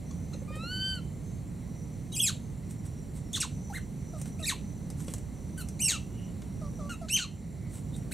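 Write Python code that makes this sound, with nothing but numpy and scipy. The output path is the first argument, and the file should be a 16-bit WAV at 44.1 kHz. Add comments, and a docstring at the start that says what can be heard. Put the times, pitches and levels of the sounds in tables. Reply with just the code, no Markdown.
"""Beside a pond, a baby monkey clambers over cut water-plant stems.
Its voice is a stack of overtones shaped by the mouth: shrill screams and quick yelps that turn raspy as
their pitch falls, one long whistled cry, soft closed-mouth coos.
Stems tick and leaves rustle as short noise bursts; hollow pops ring as damped tones.
Insects and far chirps are narrow noise bands, over coloured noise for the low outdoor rumble."""
import sys
import numpy as np
from scipy import signal
from scipy.fft import rfft, irfft, next_fast_len
from scipy.io import wavfile

SR = 44100
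rng = np.random.default_rng(int(sys.argv[2]) if len(sys.argv) > 2 else 0)


def generate_wav(signal):
    """Clip the signal to [-1, 1] and save it as 16-bit WAV at the path in sys.argv[1]."""
    frames = np.transpose(np.atleast_2d(signal))
    scaled = np.clip(frames, -1, 1) * 32767
    pcm = np.round(scaled).astype(np.int16)
    wavfile.write(sys.argv[1], SR, pcm)


N = 358533
TIME = np.arange(N) / SR
CUTOFF_HZ = 15600


def from_db(db):
    """Decibels to gain."""
    return 10 ** (np.asarray(db) / 20)


def rms_one(x):
    """Scale to unit power."""
    return x / np.sqrt(np.mean(x ** 2) + 1e-20)


def in_time(rows, t):
    """Each column of a curve table at the times t."""
    knot_s, *columns = np.transpose(rows)
    return [np.interp(t, knot_s, column) for column in columns]


def at_hz(points, hz):
    """Read a spectrum on a log-frequency axis."""
    knot_hz, value = np.transpose(points)
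    return np.interp(np.log(np.maximum(hz, 1)), np.log(knot_hz), value)


def coloured(x, spectrum):
    """Give a noise the shape of a spectrum; unit power."""
    size = next_fast_len(x.shape[-1])
    hz = np.fft.rfftfreq(size, 1 / SR)
    shaped = irfft(rfft(x, size) * from_db(at_hz(spectrum, hz)), size)
    return rms_one(shaped[..., :x.shape[-1]])


def wander(rate_hz, size):
    """Smooth random signal of unit power that changes at about the given rate."""
    r = np.exp(-2 * np.pi * rate_hz / SR)
    # the first half lets the filter settle
    smooth = signal.lfilter([1], [1, -2 * r, r * r], rng.standard_normal(2 * size))
    return rms_one(smooth[size:])


def during(start_s, end_s):
    """The sample times between two moments."""
    return TIME[(TIME > start_s) & (TIME < end_s)]


def call(t, pitch_hz, level_db, bright_db_per_octave, rasp, throat, rasp_colour, jitter, jitter_hz,
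         shimmer_db, hiss_db, flutter_db, falloff_db, split=0, edge_s=0.0028):
    """Vocal folds sound a stack of overtones through the throat; rasp shakes their pitch and strength."""
    span = (TIME >= t[0]) & (TIME <= t[-1])
    doubling = np.maximum(rasp - .15, 0)
    rasp = np.hypot(rasp, .04)   # never perfectly steady
    shaken_hz = pitch_hz * (1 + jitter * rasp * wander(jitter_hz, len(t)))
    phase = 2 * np.pi * np.cumsum(shaken_hz) / SR
    k = np.arange(1, 17)[:, None]   # overtone number
    overtone_hz = k * pitch_hz
    # brightness lifts the lowest overtones in turn, and all higher ones alike
    press_db = bright_db_per_octave * np.log2(np.minimum(k, 3.4))
    gains = from_db(at_hz(throat, overtone_hz) + press_db) * (overtone_hz < CUTOFF_HZ)
    gains *= from_db(falloff_db * np.log2(np.maximum(k / 4, 1)))   # dB per octave past the fourth
    gains /= np.sqrt(np.sum(gains ** 2, axis=0) / 2)
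    # each overtone swells and fades on its own
    gains = gains * from_db(flutter_db * np.array([wander(43, len(t)) for _ in k]))
    tone = np.sum(gains * np.sin(k * phase), axis=0)
    tone *= from_db(shimmer_db * rasp * wander(jitter_hz, len(t)))
    # in a hard rasp strong and weak cycles alternate, which puts tones between the overtones
    tone *= 1 + split * doubling * np.cos(phase / 2)
    # turbulent air escapes in a puff on every cycle
    hiss = coloured(rng.standard_normal(len(t)) * (1 + np.cos(phase)), rasp_colour)
    share = from_db(hiss_db) * rasp
    edges = np.clip(np.minimum(t - t[0], t[-1] - t) / edge_s, 0, 1)
    voice = (tone + share * hiss) / np.sqrt(1 + share ** 2)
    out = np.zeros(N)
    out[span] = voice * from_db(level_db) * edges
    return out


# throat with the mouth wide: (freq_hz, gain_db)
WIDE_THROAT = [(800, 23.5), (1400, 2.5), (2000, -10), (2750, 6.5), (3300, -3.5), (4200, 7), (5000, -11),
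               (6200, 2), (7200, -0.5), (8300, 0.5), (9400, -6), (10800, -8), (12500, -12), (14500, -25)]
# turbulent air in the rasp: (freq_hz, gain_db)
RASP_SPECTRUM = [(1200, -44), (2800, -5), (4000, 8), (5000, 8), (6400, 24.5), (8300, 23), (9800, 9),
                 (15000, -1)]
# most piercing just under the top, then thinning to a whistle: (pitch_hz, bright_db_per_octave)
VOICE_REGISTER = [(1400, 1), (2000, -0.5), (2350, -0.5), (2700, 9.5), (3080, 5), (3400, -24)]
# the voice breaks up at this sag from the highest pitch so far, and clears again lower down
BREAK_OCTAVES, BREAK_WIDTH_OCTAVES = 0.786, 0.383
ONSET_RASP, ONSET_S = 0.41, 0.0064   # the folds also catch as a squeak starts


def squeak(t, pitch_hz, level_db, bright_db_per_octave, break_rasp, lips_db, steady_rasp, falloff_db):
    """A shrill wide-mouthed call: pitch sets its brightness, and it turns raspy as the pitch sags."""
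    sag_octaves = np.log2(np.maximum.accumulate(pitch_hz) / pitch_hz)
    breaking = np.exp(-((sag_octaves - BREAK_OCTAVES) / BREAK_WIDTH_OCTAVES) ** 2)
    onset = ONSET_RASP * np.exp(-(t - t[0]) / ONSET_S)
    rasp = np.clip(steady_rasp + onset + break_rasp * breaking, 0, 1)
    lips = [(7000, 0), (9500, lips_db)]
    throat = [(hz, db + at_hz(lips, hz)) for hz, db in WIDE_THROAT]
    rasp_colour = [(hz, db + at_hz(lips, hz)) for hz, db in RASP_SPECTRUM]
    bright = bright_db_per_octave + at_hz(VOICE_REGISTER, pitch_hz)
    return call(t, pitch_hz, level_db, bright, rasp, throat, rasp_colour, jitter=.05, jitter_hz=700,
                shimmer_db=5, hiss_db=2.5, flutter_db=3.2, falloff_db=falloff_db, split=0.28,
                edge_s=0.0025)


# pitch and loudness of the long screams, one curve each: (time_s, pitch_hz, level_db)
SCREAM_CURVES = [
    [(2.122, 2740, -56), (2.146, 3310, -38), (2.168, 2393, -33), (2.19, 2707, -36.5), (2.205, 3390, -28.5),
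     (2.22, 2858, -30), (2.24, 2560, -25.5), (2.26, 2434, -34), (2.278, 1925, -27), (2.309, 1045, -46.5)],
    [(4.425, 2028, -46), (4.45, 1778, -39), (4.469, 2740, -34), (4.492, 2140, -28), (4.518, 1198, -41.5),
     (4.538, 830, -43)],
    [(5.791, 2030, -47), (5.825, 3090, -30), (5.838, 2718, -30), (5.86, 2782, -22.5), (5.877, 2667, -33),
     (5.893, 2203, -26), (5.932, 1440, -36.5), (5.958, 1258, -41), (5.974, 1100, -50)],
    [(7.084, 1245, -44.5), (7.102, 2600, -36.5), (7.128, 2817, -27), (7.14, 3060, -25),
     (7.162, 3152, -24.5), (7.175, 2263, -39), (7.2, 1474, -36.5), (7.232, 1394, -39.5), (7.259, 1030, -54)],
]
# voice of each scream, brightness before register:
# (bright_db_per_octave, break_rasp [0-1], lips_treble_db, steady_rasp [0-1])
SCREAM_TIMBRES = [(2, 0.07, 0, 0.01), (-1, 0.47, 3, 0.06), (-0.5, 0.93, -2, 0), (-0.5, .9, -9.5, 0.02)]


def screams():
    """Long squeaks whose tightening folds climb, waver at the top and collapse."""
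    out = np.zeros(N)
    for curve, timbre in zip(SCREAM_CURVES, SCREAM_TIMBRES):
        t = during(curve[0][0], curve[-1][0])
        pitch_hz, level_db = in_time(curve, t)
        out += squeak(t, pitch_hz, level_db, *timbre, falloff_db=-5.5)
    return out


# short yelps, one pitch arch each, level at the arch top before the attack:
# (start_s, length_s, rise_s, arch_half_width_s, top_hz, level_db,
#  bright_db_per_octave [before register], break_rasp [0-1], lips_treble_db)
YELP_ARCHES = [(0.107, 0.0099, 0.0078, 0.015, 1150, -51, 2, .3, -14),
               (0.328, .02, .01, 0.011, 1400, -49, -3, .3, -5),
               (2.118, 0.018, .003, 0.054, 3960, -45.5, -10, 0, -10),
               (3.329, 0.027, .015, 0.025, 3656, -31.5, 1, .3, 4),
               (3.354, 0.032, 0.0029, .016, 2070, -32, 2, 0.23, -1),
               (3.4, .055, .01, .016, 2880, -30.5, 0, 0, -4),
               (3.725, 0.062, 0.034, 0.026, 2110, -42.5, -14, .3, 11.5),
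               (4.386, .035, 0.021, 0.031, 2775, -51, -8, .2, 8),
               (5.575, .052, .012, .06, 1517, -44.5, -7.5, 1, 15.5),
               (6.892, .055, .004, 0.083, 1430, -42.5, -9, 0.4, 3.5),
               (8.11, .04, 0.02, 0.012, 2780, -39, -7.5, .5, 14.5)]
SLACK_HZ, YELP_DB_PER_OCTAVE = 703, 7   # pitch of the slack folds; louder the higher it goes
YELP_ATTACK_S, YELP_ATTACK_DB = 0.01, 4.5   # swells in from this far below


def yelps():
    """One quick push tightens the folds and lets go; pitch and level rise and fall together."""
    out = np.zeros(N)
    for start_s, length_s, rise_s, half_width_s, top_hz, top_db, *timbre in YELP_ARCHES:
        t = during(start_s, start_s + length_s)
        arch = 1 / (1 + ((t - start_s - rise_s) / half_width_s) ** 2)
        pitch_hz = SLACK_HZ + (top_hz - SLACK_HZ) * arch
        attack_db = -YELP_ATTACK_DB * np.exp(-(t - start_s) / YELP_ATTACK_S)
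        level_db = top_db + YELP_DB_PER_OCTAVE * np.log2(pitch_hz / top_hz) + attack_db
        out += squeak(t, pitch_hz, level_db, *timbre, steady_rasp=0.23, falloff_db=-0.5)
    return out


# the long cry: (time_s, pitch_hz, level_db)
CRY_CURVE = [(0.476, 1174, -60), (0.486, 1209, -50.5), (0.578, 1247, -49), (0.72, 1500, -38),
             (0.872, 1547, -33), (0.918, 1536, -34), (0.958, 1511, -40.5), (0.998, 1344, -52.5)]
# throat with the lips rounded: (freq_hz, gain_db)
ROUND_THROAT = [(1200, -1), (1550, -2), (2450, -1.5), (2980, -6), (3100, 6), (3600, -16), (3950, -0.5),
                (4650, -4.5), (4900, -16), (6200, -27), (7700, -17.5), (9200, -34), (10800, -22),
                (12000, -29), (15000, -38)]
CRY_BRIGHT_DB_PER_OCTAVE, CRY_BRIGHT_PER_DB = 2, 0.29   # at full strength; loss per dB below it
CRY_CRACK_S, CRY_CRACK_WIDTH_S, CRY_CRACK_RASP = .55, .035, 0.39   # cracks briefly before it climbs


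def cry():
    """One clear whistled cry through rounded lips, brighter as it swells."""
    t = during(CRY_CURVE[0][0], CRY_CURVE[-1][0])
    pitch_hz, level_db = in_time(CRY_CURVE, t)
    bright = CRY_BRIGHT_DB_PER_OCTAVE + CRY_BRIGHT_PER_DB * (level_db - level_db.max())
    rasp = CRY_CRACK_RASP * np.exp(-((t - CRY_CRACK_S) / CRY_CRACK_WIDTH_S) ** 2)
    return call(t, pitch_hz, level_db, bright, rasp, ROUND_THROAT, RASP_SPECTRUM, jitter=0.03,
                jitter_hz=200, shimmer_db=1, hiss_db=-21, flutter_db=0.16, falloff_db=-2, split=4.4,
                edge_s=0.0033)


# soft coos, settled pitch and level before the fade: (start_s, length_s, pitch_hz, level_db)
COO_NOTES = [(3.697, 0.033, 745, -45), (4.131, 0.056, 599, -47.5), (4.393, 0.057, 610, -47.5),
             (6.611, 0.077, 576, -47), (6.788, .11, 573, -46), (7.012, 0.05, 620, -45.5)]
# throat with the mouth closed: (freq_hz, gain_db)
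CLOSED_THROAT = [(600, -0.5), (1200, -2.5), (1900, -52), (4200, -21), (8000, -21), (14000, -16)]
COO_SCOOP, COO_SETTLE_S = .17, .018   # starts this share sharp and settles
COO_EDGE_S, COO_FADE_DB = 0.005, 6.5   # ramp at each end; fade by the end


def coos(bright_db_per_octave=-1, rasp=.2):
    """Soft coos with the mouth shut slide down on to their note and fade."""
    out = np.zeros(N)
    for start_s, length_s, note_hz, note_db in COO_NOTES:
        t = during(start_s, start_s + length_s)
        age_s = t - start_s
        pitch_hz = note_hz * (1 + COO_SCOOP * np.exp(-age_s / COO_SETTLE_S))
        level_db = note_db - COO_FADE_DB * (age_s / length_s) ** 2
        out += call(t, pitch_hz, level_db, bright_db_per_octave, rasp, CLOSED_THROAT, RASP_SPECTRUM,
                    jitter=0.052, jitter_hz=150, shimmer_db=9, hiss_db=-18, flutter_db=1.5,
                    falloff_db=-4, edge_s=COO_EDGE_S)
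    return out


# stems snapping and ticking, relative level and dullness: (start_s, level_db, dullness_db)
STEM_TICKS = [(4.2149, -29, -18), (4.2571, -33.5, -8), (4.902, -32, -14), (5.004, -35, -11),
              (5.0821, -30, -3), (5.1379, -24, -14.5), (5.182, -35, -15), (5.687, -32, -21),
              (6.42, -37.5, -2)]
# breaking fibres: (freq_hz, gain_db)
FIBRE_SPECTRUM = [(500, 10.5), (1500, -2.5), (3000, -3.5), (5000, -4.5), (8000, 4.5), (11000, -6),
                  (15000, -19)]


def stems(crack_s=0.0031, knock_s=0.0055, split_hz=5000, crack_db=-3, knock_db=-4):
    """Each tick is a burst of breaking fibres: a brief bright crack and a duller knock that lasts longer."""
    out, fibres = np.zeros(N), coloured(rng.standard_normal(N), FIBRE_SPECTRUM)
    low = signal.sosfilt(signal.butter(5, split_hz, fs=SR, output="sos"), fibres)
    high = signal.sosfilt(signal.butter(5, split_hz, "high", fs=SR, output="sos"), fibres)
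    for start_s, level_db, dullness_db in STEM_TICKS:
        span = (TIME >= start_s) & (TIME < start_s + .05)
        age_s = TIME[span] - start_s
        dull = from_db(dullness_db + 8.5)
        crack = from_db(crack_db) * np.exp(-age_s / crack_s) * high[span]
        knock = from_db(knock_db) * np.exp(-age_s / knock_s) * low[span]
        out[span] += from_db(level_db) * (crack + dull * knock) / np.sqrt(1 + dull ** 2)
    return out


# leaves brushed: (centre_s, half_length_s, level_db)
LEAF_BRUSHES = [(0.564, 0.0085, -53), (0.955, .007, -53), (2.714, 0.018, -53.5), (2.862, 0.013, -50.5),
                (3.168, 0.022, -53), (4.199, 0.026, -54), (4.277, 0.018, -52.5), (5.017, 0.036, -52),
                (5.103, 0.031, -51), (7.754, 0.04, -50), (7.965, 0.023, -54.5)]
# leaf hiss: (freq_hz, gain_db)
LEAF_SPECTRUM = [(1000, 0), (4000, -3.5), (6000, -4), (8200, 10.5), (11000, -1), (15000, -13)]


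def leaves(grain_db=4.5):
    """Dry leaves give short swells of grainy hiss."""
    swell = sum(from_db(level_db) * np.exp(-((TIME - centre_s) / half_s) ** 2)
                for centre_s, half_s, level_db in LEAF_BRUSHES)
    grains = rng.standard_normal(N) * from_db(grain_db * wander(260, N))
    return swell * coloured(grains, LEAF_SPECTRUM)


# soft low pops, amplitude at the start of the decay: (start_s, level_db)
HOLLOW_POPS = [(.345, -41), (.42, -39.5), (.505, -38.5), (.565, -39), (.635, -41)]


def pops(ring_hz=540, decay_s=0.0076):
    """Small hollow pops: a damped tone rings for a few cycles."""
    out = np.zeros(N)
    for start_s, level_db in HOLLOW_POPS:
        span = (TIME >= start_s) & (TIME < start_s + .06)
        age_s = TIME[span] - start_s
        ring = np.exp(-age_s / decay_s) * np.sin(2 * np.pi * ring_hz * age_s)
        out[span] += from_db(level_db) * ring
    return out


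def shrill(centre_hz, width_hz):
    """A narrow band of buzzing: two slow random signals on a carrier's cosine and sine."""
    phase = 2 * np.pi * np.cumsum(centre_hz * np.ones(N)) / SR
    return wander(width_hz / 2, N) * np.cos(phase) + wander(width_hz / 2, N) * np.sin(phase)


# gliding phrases of one insect, level relative: (start_s, length_s, first_hz, last_hz, level_db)
INSECT_PHRASES = [(0, 0.48, 5830, 6300, -58.5), (.55, 0.9, 5810, 6400, -64), (1.56, 1, 5750, 6350, -62),
                  (2.62, 0.48, 5800, 5770, -60), (3.18, .25, 5680, 5530, -59),
                  (3.46, 0.96, 6010, 5870, -54.5), (4.38, 1.95, 6020, 5880, -59.5),
                  (6.4, 0.58, 5740, 6010, -58.5), (7.05, 1.08, 5970, 5800, -66)]
# far insect chorus: (centre_hz, width_hz, level_db)
INSECT_CHORUS = [(2047, 420, -71), (4150, 870, -72.5), (5850, 680, -73), (7280, 150, -68.5),
                 (9100, 1500, -75)]
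PHRASE_SWELL_S, PHRASE_WAVER_DB, SINGER_TRIM_DB = 0.074, 3, -6.5


def insects():
    """Narrow buzzing bands: one gliding singer in front of a chorus of slightly wavering level."""
    hz, gain = np.full(N, float(INSECT_PHRASES[0][2])), np.zeros(N)
    for start_s, length_s, first_hz, last_hz, level_db in INSECT_PHRASES:
        end_s = start_s + length_s
        glide_hz = np.interp(TIME, [start_s, end_s], [first_hz, last_hz])
        hz = np.where(TIME >= start_s, glide_hz, hz)
        swell = np.clip(np.minimum(TIME - start_s, end_s - TIME) / PHRASE_SWELL_S, 0, 1)
        gain += from_db(level_db) * swell
    waver = from_db(PHRASE_WAVER_DB * wander(4, N) + SINGER_TRIM_DB)
    singer = gain * waver * shrill(hz, width_hz=260)
    chorus = sum(from_db(level_db + wander(9, N)) * shrill(centre_hz, width_hz)
                 for centre_hz, width_hz, level_db in INSECT_CHORUS)
    return singer + chorus


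# faint far chirps: (centre_s, half_length_s, pitch_hz, level_db)
FAR_CHIRPS = [(6.221, 0.08, 2890, -61.5), (7.67, 0.066, 2085, -62), (7.949, 0.015, 3740, -54)]


def distant_calls():
    """Faint blurred chirps from across the pond: swells of narrow-band noise."""
    return sum(from_db(level_db) * np.exp(-((TIME - centre_s) / half_s) ** 2)
               * shrill(pitch_hz, width_hz=300)
               for centre_s, half_s, pitch_hz, level_db in FAR_CHIRPS)


# outdoor rumble and hiss, relative: (freq_hz, density_db_per_hz)
AIR_SPECTRUM = [(15, -50), (25, -19), (59, -2), (170, -0.5), (372, -18), (700, -27), (1500, -40),
                (2400, -42), (4300, -49.5), (5200, -52), (8000, -41), (15900, -53)]
# loudness of the air: (time_s, level_db)
AIR_LEVEL_CURVE = [(0.0, -37), (2.29, -38), (6.86, -37), (7.25, -41), (8.13, -35.5)]
# left-right likeness: (freq_hz, likeness [0-1])
AIR_LIKENESS = [(130, 0.93), (290, 0.79), (640, 0.37), (4000, 1), (6800, 1), (15000, 0.04)]
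# left-over-right balance: (freq_hz, balance_db)
AIR_BALANCE = [(60, -5), (380, -1.5), (1300, 1), (15000, -1.5)]


def air():
    """Distant rumble, nearly alike in both ears at its lowest, under a faint hiss that is wide at the top."""
    size = next_fast_len(N)
    hz = np.fft.rfftfreq(size, 1 / SR)
    mid, side = rfft(rng.standard_normal((2, size)))
    alike = np.clip(at_hz(AIR_LIKENESS, hz), 0, .99)
    ears = np.array([[1], [-1]])   # left, right
    pair = np.sqrt(1 + alike) * mid + ears * np.sqrt(1 - alike) * side
    pair = pair * from_db(ears * at_hz(AIR_BALANCE, hz) / 2)
    level_db, = in_time(AIR_LEVEL_CURVE, TIME)
    return from_db(level_db) * coloured(irfft(pair, size)[:, :N], AIR_SPECTRUM)


def bank(x, near_db, near_t60, far_db, far_t60, width):
    """Stems close by scatter the sound at once; the banks return a weak, coloured tail (t60 in s)."""
    t = TIME[:SR // 2]
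    noise = rng.standard_normal((2, 2, len(t)))
    near = noise[0] * from_db(-60 * t / near_t60) * (t > .002)
    far_spectrum = [(500, -35), (1800, -8.0), (2800, 2.5), (5000, -6.5), (8000, -5), (15000, -9)]
    far = coloured(noise[1], far_spectrum) * from_db(-60 * t / far_t60) * (t > .012)
    echoes = from_db(near_db) * rms_one(near) + from_db(far_db) * rms_one(far)
    mid, side = echoes / np.sqrt(len(t))
    response = np.array([mid + width * side, mid - width * side])
    return x + signal.fftconvolve(x[None], response, axes=1)[:, :N]


def scene():
    """The monkey and its footing are straight ahead; its sharp calls scatter most among the stems."""
    sharp = bank(screams() + yelps() + stems() + leaves() + pops(), near_db=-5.0, near_t60=0.094,
                 far_db=-13.0, far_t60=0.25, width=0.12)
    soft = bank(cry() + coos(), near_db=-8.0, near_t60=0.1, far_db=-21.5, far_t60=0.36, width=0.23)
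    return sharp + soft + insects() + distant_calls() + air()


def record(dry, port_hz=9500, port_db=-4, port_lag_s=.00016):
    """Treble bends round the casing and reaches the two ports differently; the top is cut steeply."""
    high_pass = signal.butter(5, port_hz, "high", fs=SR, output="sos")
    treble = signal.sosfilt(high_pass, dry.mean(axis=0))
    side = from_db(port_db) * np.interp(TIME - port_lag_s, TIME, treble)
    top_cut = signal.ellip(10, .1, 80, CUTOFF_HZ, fs=SR, output="sos")
    return signal.sosfilt(top_cut, dry + np.array([side, -side]))


dry = scene()
out = record(dry)
generate_wav(out)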